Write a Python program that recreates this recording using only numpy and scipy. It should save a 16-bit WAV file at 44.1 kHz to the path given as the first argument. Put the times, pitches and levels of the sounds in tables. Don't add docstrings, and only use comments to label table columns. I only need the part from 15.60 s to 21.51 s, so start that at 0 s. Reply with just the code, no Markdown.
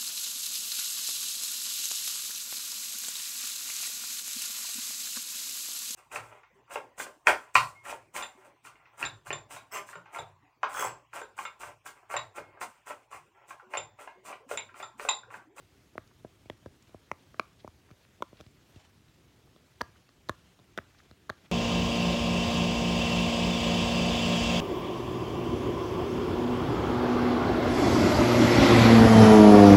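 import sys
import numpy as np
from scipy import signal
from scipy.fft import rfft, irfft
from scipy.io import wavfile
from scipy.ndimage import uniform_filter1d

SR = 44100
rng = np.random.default_rng(int(sys.argv[2]) if len(sys.argv) > 2 else 0)


def transcribe(signal):
    frames = np.atleast_2d(signal).T
    limited = np.clip(frames, -1, 1)
    pcm = np.round(limited * 32767).astype(np.int16)
    wavfile.write(sys.argv[1], SR, pcm)


N = 260807

# (time [s], sheet level [dB], dome level [dB], cup level [dB], cup pitch [Hz],
# rim level [dB], rim pitch [Hz], cup t60 [s], crack pitch [Hz], crack level [dB], hiss level [dB])
SNAPS = [(0.3555, -75, -36, -50, 820, -68, 2010, .012, 3990, -71, -73),
         (0.3802, -46, -28.5, -27, 1176, -30.5, 1940, 0.0058, 3770, -53, -54),
         (0.648, -47, -31, -46.5, 970, -52.5, 1590, 0.021, 3560, -62, -70),
         (0.8583, -50, -48, -65, 1010, -58, 2230, .012, 3890, -76, -75),
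         (0.8998, -44.5, -28.5, -33.5, 880, -34, 1920, 0.0084, 3300, -34, -49),
         (1.0608, -43.5, -31.5, -44.5, 970, -48, 1620, 0.017, 3630, -55, -61),
         (1.294, -62, -52, -58, 990, -59, 2400, 0.011, 3870, -60, -70),
         (1.3461, -47, -35, -44, 1000, -72, 2310, .0085, 3850, -78, -65),
         (1.516, -48, -29, -22, 980, -24.5, 2060, 0.0073, 2450, -45, -43.5),
         (1.7443, -63, -45, -45.5, 1180, -51, 1840, .012, 3960, -68, -74),
         (1.797, -73, -23, -16.5, 1155, -20.5, 2350, 0.0094, 4170, -32, -36),
         (2.047, -51, -32.5, -41, 810, -56, 2050, 0.013, 3550, -73, -62),
         (2.0777, -46.5, -43, -34.5, 1006, -52, 2300, 0.0071, 3750, -70, -53),
         (2.3058, -74, -51, -51.5, 1160, -65, 2230, 0.008, 4450, -68, -68),
         (2.3125, -47, -55, -53.5, 1300, -55.5, 2270, .012, 3890, -60, -61),
         (2.606, -50, -42, -50, 890, -70, 2130, .01, 3930, -80, -75),
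         (2.6237, -69, -25, -21.5, 1016, -40, 2210, 0.016, 3420, -34, -42.5),
         (2.73, -49.5, -42, -51.5, 990, -65, 2070, 0.013, 3570, -75, -77),
         (2.797, -59, -51, -63, 900, -66, 2300, .01, 3500, -70, -76),
         (2.8035, -68, -40, -48.5, 1130, -52, 2400, .01, 3510, -55, -59),
         (2.81, -49.5, -42.5, -46, 1300, -54, 2350, 0.0058, 3500, -46, -49.5),
         (2.8643, -46, -65, -61, 1080, -67, 2360, .011, 3950, -60, -76),
         (3.161, -43, -54, -72, 1080, -57, 2720, .012, 3820, -58, -66),
         (3.963, -58, -51, -53, 1110, -66, 2380, 0.008, 3590, -55, -78),
         (4.2079, -70, -34.5, -43, 1220, -58, 1670, 0.023, 3440, -48, -57),
         (4.2118, -72, -32.5, -26.5, 970, -21.5, 1690, 0.0091, 3160, -33, -43),
         (4.216, -41, -27, -22.5, 990, -28.5, 1690, 0.011, 4650, -28.5, -37),
         (4.4916, -68, -56, -55.5, 1170, -57.5, 1870, 0.012, 4370, -54, -65),
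         (4.6892, -47, -39, -43, 880, -47, 1930, 0.02, 4050, -33.5, -45.5),
         (4.695, -34.5, -23, -22, 1075, -25.5, 1700, 0.016, 3700, -29.5, -37.5),
         (4.9915, -71, -53, -56.5, 1040, -73, 1960, 0.0096, 3670, -56, -69),
         (4.9984, -55, -53, -57, 1014, -67, 2530, .011, 3720, -57, -76),
         (5.1769, -75, -26.5, -29.5, 1450, -45, 1800, 0.019, 3520, -31.5, -39.5),
         (5.1828, -64, -31, -36, 1380, -44, 2280, 0.022, 3520, -42, -50),
         (5.1875, -45.5, -31.5, -22, 1390, -40, 1700, 0.005, 2600, -39, -55),
         (5.5128, -49, -48, -52, 1210, -49.5, 1620, 0.0036, 4130, -48, -60),
         (5.695, -64, -38, -31.5, 1150, -54, 1600, 0.023, 4300, -43, -52),
         (5.6995, -40.5, -30, -28, 1330, -26, 1690, 0.0065, 4050, -32.5, -42),
         (5.7046, -72, -37.5, -33.5, 780, -63, 2000, 0.0074, 3460, -40.5, -66)]
# (time [s], peak level [dB], centre [Hz], length [s])
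FINGER_SCUFFS = [(0.477, -54.5, 4870, .0022), (0.514, -54.5, 1380, 0.0075), (1.226, -54, 5600, .004),
                 (1.596, -60, 3430, .018), (2.003, -50.5, 3300, .015), (2.292, -55, 1500, 0.0068),
                 (2.434, -59, 3330, 0.03), (2.451, -52.5, 1790, 0.0023), (2.772, -54, 3250, .0044),
                 (2.776, -60, 3800, 0.0027), (2.797, -55.5, 2870, 0.022), (2.841, -59, 3200, .003),
                 (2.866, -53.5, 3460, .0029), (3.1, -65, 13000, .05), (3.484, -56.5, 3000, 0.0052),
                 (3.875, -57.5, 780, 0.0058), (4.361, -56, 1290, 0.0087), (5.349, -52.5, 1490, 0.0031),
                 (5.388, -53.5, 3540, 0.013), (5.402, -49.5, 1560, 0.0062), (5.862, -53.5, 2560, 0.0091)]
# (time [s], rms level [dB])
SLIDE_LEVEL = [(0, -75), (1.1, -73.5), (1.27, -70.5), (1.55, -74.5), (1.75, -70), (2.0, -73.5),
               (2.52, -73.5), (2.8, -69.5), (2.96, -76), (3.07, -69.5), (3.17, -64), (3.26, -64.5),
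               (3.3, -75), (3.97, -72.5), (4.35, -70), (4.55, -74.5), (4.85, -68), (4.95, -74), (5.43, -68),
               (5.65, -75), (5.85, -66.5), (5.92, -75.5)]
# (frequency [Hz], relative density [dB per Hz])
SKIN_SPECTRUM = [(300, -14), (600, 3.5), (1500, -2.5), (3000, -1), (4500, -6), (7000, -8.5), (10000, -23),
                 (16000, -28)]
# (frequency [Hz], relative density [dB per Hz])
HUSH_SPECTRUM = [(25, -57), (44, -8.5), (92, 0), (185, -9.5), (354, -10), (550, -20), (900, -23.5),
                 (1440, -23), (3520, -26.5), (7000, -31.5), (9500, -35), (16000, -38)]
# (frequency [Hz], t60 [s])
ROOM_T60 = [(150, 0.15), (500, 0.23), (1200, 0.31), (3000, 0.24), (8000, 0.32)]
# (time [s], level [dB])
ROOM_SEND = [(0, -22), (2.9, -25.5), (4.1, -20.5), (4.8, -22.5), (5.92, -21)]

HUSH_RMS_DB = -62.5
LOW_CUT_HZ, EDGE_HZ = 48, 16200

SHEET_HZ, RIB_HZ, DOME_HZ, WALL_HZ, REBOUND_HZ = 93.5, 211.6, 463, 607, 309
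SHEET_T60_S, RIB_T60_S, DOME_T60_S, WALL_T60_S, REBOUND_T60_S = 0.049, 0.019, 0.0047, 0.034, 0.052
PITCH_SPREAD = 0.05
RIB_BY_DOME_DB, RIB_BY_SHEET_DB = -9.5, 0
WALL_BY_DOME_DB, REBOUND_BY_DOME_DB = -15, -21.5
CUP_PAIR_RATIO, CUP_PAIR_DB = 1.379, -8
RIM_T60_SHARE = 1

CRACK_T60_S, SNAP_T60_S = 0.004, 0.0099
FIZZ_BY_HISS_DB = -5
SCUFF_WIDTH = 0.82
GRAINS_PER_S, GRAIN_SPREAD_DB, GRAIN_SHARE = 670, 2, 0.21


def pops():
    lead_s = 0.015
    mix = np.zeros(N)
    t = np.arange(6000) / SR - lead_s
    draws = rng.standard_normal((len(SNAPS), len(t) + 3))
    for row, draw in zip(SNAPS, draws):
        (s, sheet_db, dome_db, cup_db, cup_hz, rim_db, rim_hz,
         cup_t60_s, crack_hz, crack_db, hiss_db) = row
        detune = 1 + PITCH_SPREAD * draw[:3]
        hiss = draw[3:]
        sheet_hz, rib_hz, dome_hz = np.array([SHEET_HZ, RIB_HZ, DOME_HZ]) * detune
        wall_hz = WALL_HZ * dome_hz / DOME_HZ
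        rib_gain = amp(dome_db + RIB_BY_DOME_DB) + amp(sheet_db + RIB_BY_SHEET_DB)
        rib_db = 20 * np.log10(rib_gain)
        wall_db = dome_db + WALL_BY_DOME_DB
        rebound_db = dome_db + REBOUND_BY_DOME_DB
        pair_db, pair_hz = cup_db + CUP_PAIR_DB, CUP_PAIR_RATIO * cup_hz

        pop = mode(t, cup_db, cup_hz, cup_t60_s, rise_turns=0.45, lag_turns=0.013)
        pop += mode(t, pair_db, pair_hz, cup_t60_s, rise_turns=0.57, lag_turns=0.3)
        pop += mode(t, rim_db, rim_hz, RIM_T60_SHARE * cup_t60_s, rise_turns=0.42, lag_turns=0.15)
        pop -= mode(t, dome_db, dome_hz, DOME_T60_S, rise_turns=0.19, lag_turns=0.51)
        pop += mode(t, rebound_db, REBOUND_HZ, REBOUND_T60_S, rise_turns=0.42, lag_turns=1.428)
        pop += mode(t, wall_db, wall_hz, WALL_T60_S, rise_turns=0.41, lag_turns=1.026)
        pop += mode(t, rib_db, rib_hz, RIB_T60_S, rise_turns=0.18, lag_turns=0.43)
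        pop += mode(t, sheet_db, sheet_hz, SHEET_T60_S, rise_turns=0.21, lag_turns=0.87)
        pop += mode(t, crack_db, crack_hz, CRACK_T60_S, rise_turns=1.0, lag_turns=0.16)

        snap = swell(t + 0.00067, 0.00063, SNAP_T60_S)
        pop += burst(hiss, snap, hiss_db, hz=5580, width_hz=1900)
        pop += burst(hiss, snap, hiss_db + FIZZ_BY_HISS_DB, hz=12200, width_hz=9500)
        add(mix, s - lead_s, pop)
    return mix


def mode(t, db, hz, t60_s, rise_turns, lag_turns):
    t = t - lag_turns / hz
    rise_s = rise_turns / hz
    envelope = swell(t + 1.07 * rise_s, rise_s, t60_s)
    return amp(db) * envelope * np.cos(2 * np.pi * hz * t)


def swell(t, rise_s, t60_s):
    decay = amp(-60 * np.maximum(t, -4 * rise_s) / t60_s)
    shape = (1 + np.tanh(t / rise_s)) * decay
    return shape / shape.max()


def burst(hiss, shape, db, hz, width_hz):
    f = np.fft.rfftfreq(len(hiss), 1 / SR)
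    resonance = 1 / (1 + ((f - hz) / width_hz) ** 2) ** 2
    sound = shape * irfft(rfft(hiss) * resonance, len(hiss))
    return amp(db) * sound / abs(sound).max()


def scuffs():
    mix = np.zeros(N)
    t = (np.arange(4410) - 2205) / SR
    hisses = rng.standard_normal((len(FINGER_SCUFFS), len(t)))
    for (s, db, hz, length_s), hiss in zip(FINGER_SCUFFS, hisses):
        bell = np.exp(-0.5 * (2 * t / length_s) ** 2)
        add(mix, s + t[0], burst(hiss, bell, db, hz, SCUFF_WIDTH * hz))
    return mix


def slide():
    s, level_db = np.transpose(SLIDE_LEVEL)
    strength = amp(GRAIN_SPREAD_DB * np.minimum(rng.exponential(1, N), 4))
    catches = strength * (rng.random(N) < GRAINS_PER_S / SR)
    grain = evened(signal.oaconvolve(catches, np.hanning(60), "same"))
    hiss = noise(SKIN_SPECTRUM, patchy_db=1.5, flicker_db=2.0)
    level = amp(np.interp(np.arange(N) / SR, s, level_db))
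    return level * evened(hiss * (1 + GRAIN_SHARE * grain))


def room(x):
    taps = np.zeros(SR // 2)
    at = np.arange(500, SR // 2 - 20, 20)
    taps[at + rng.integers(0, 20, len(at))] = rng.choice([-1., 1.], len(at))
    hz, t, z = signal.stft(taps, SR, nperseg=256)
    decay = amp(-60 * t / read(ROOM_T60, hz)[:, None])
    tail = signal.istft(z * decay, SR, nperseg=256)[1]
    return signal.fftconvolve(x, tail / np.linalg.norm(tail))[:N]


def hush():
    return amp(HUSH_RMS_DB) * noise(HUSH_SPECTRUM, patchy_db=1.63, flicker_db=0.98)


def noise(spectrum, patchy_db, flicker_db):
    frames, hz = N // 256 + 5, np.fft.rfftfreq(1024, 1 / SR)
    real, imag, patches = rng.standard_normal((frames, 513, 3)).T
    patches = uniform_filter1d(patches, size=12, axis=0)
    patches = evened(uniform_filter1d(patches, size=10, axis=1))
    flicker = rng.standard_normal(frames)
    level_db = read(spectrum, hz)[:, None] + patchy_db * patches + flicker_db * flicker
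    z = (real + 1j * imag) * amp(level_db)
    return evened(signal.istft(z, nperseg=1024, noverlap=768)[1][:N])


def amp(db):
    return 10 ** (np.asarray(db) / 20)


def evened(x):
    return x / np.sqrt(np.mean(x ** 2) + 1e-20)


def read(points, hz):
    f, value = np.transpose(points)
    return np.interp(np.log(hz + 1), np.log(f + 1), value)


def add(mix, s, sound):
    part = mix[round(s * SR):][:len(sound)]
    part += sound[:len(part)]


def scene():
    near = pops() + scuffs()
    s, wet_db = np.transpose(ROOM_SEND)
    sent = near * amp(np.interp(np.arange(N) / SR, s, wet_db))
    return (near + room(sent) + slide() + hush())[None]


def record(dry):
    low_cut = signal.butter(N=3, Wn=LOW_CUT_HZ, btype="high", fs=SR, output="sos")
    thin = signal.sosfilt(low_cut, dry)
    band_limit = signal.firwin(511, EDGE_HZ, window=("kaiser", 9), fs=SR)
    return signal.oaconvolve(thin, band_limit[None], "same")


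dry = scene()
out = record(dry)
transcribe(out)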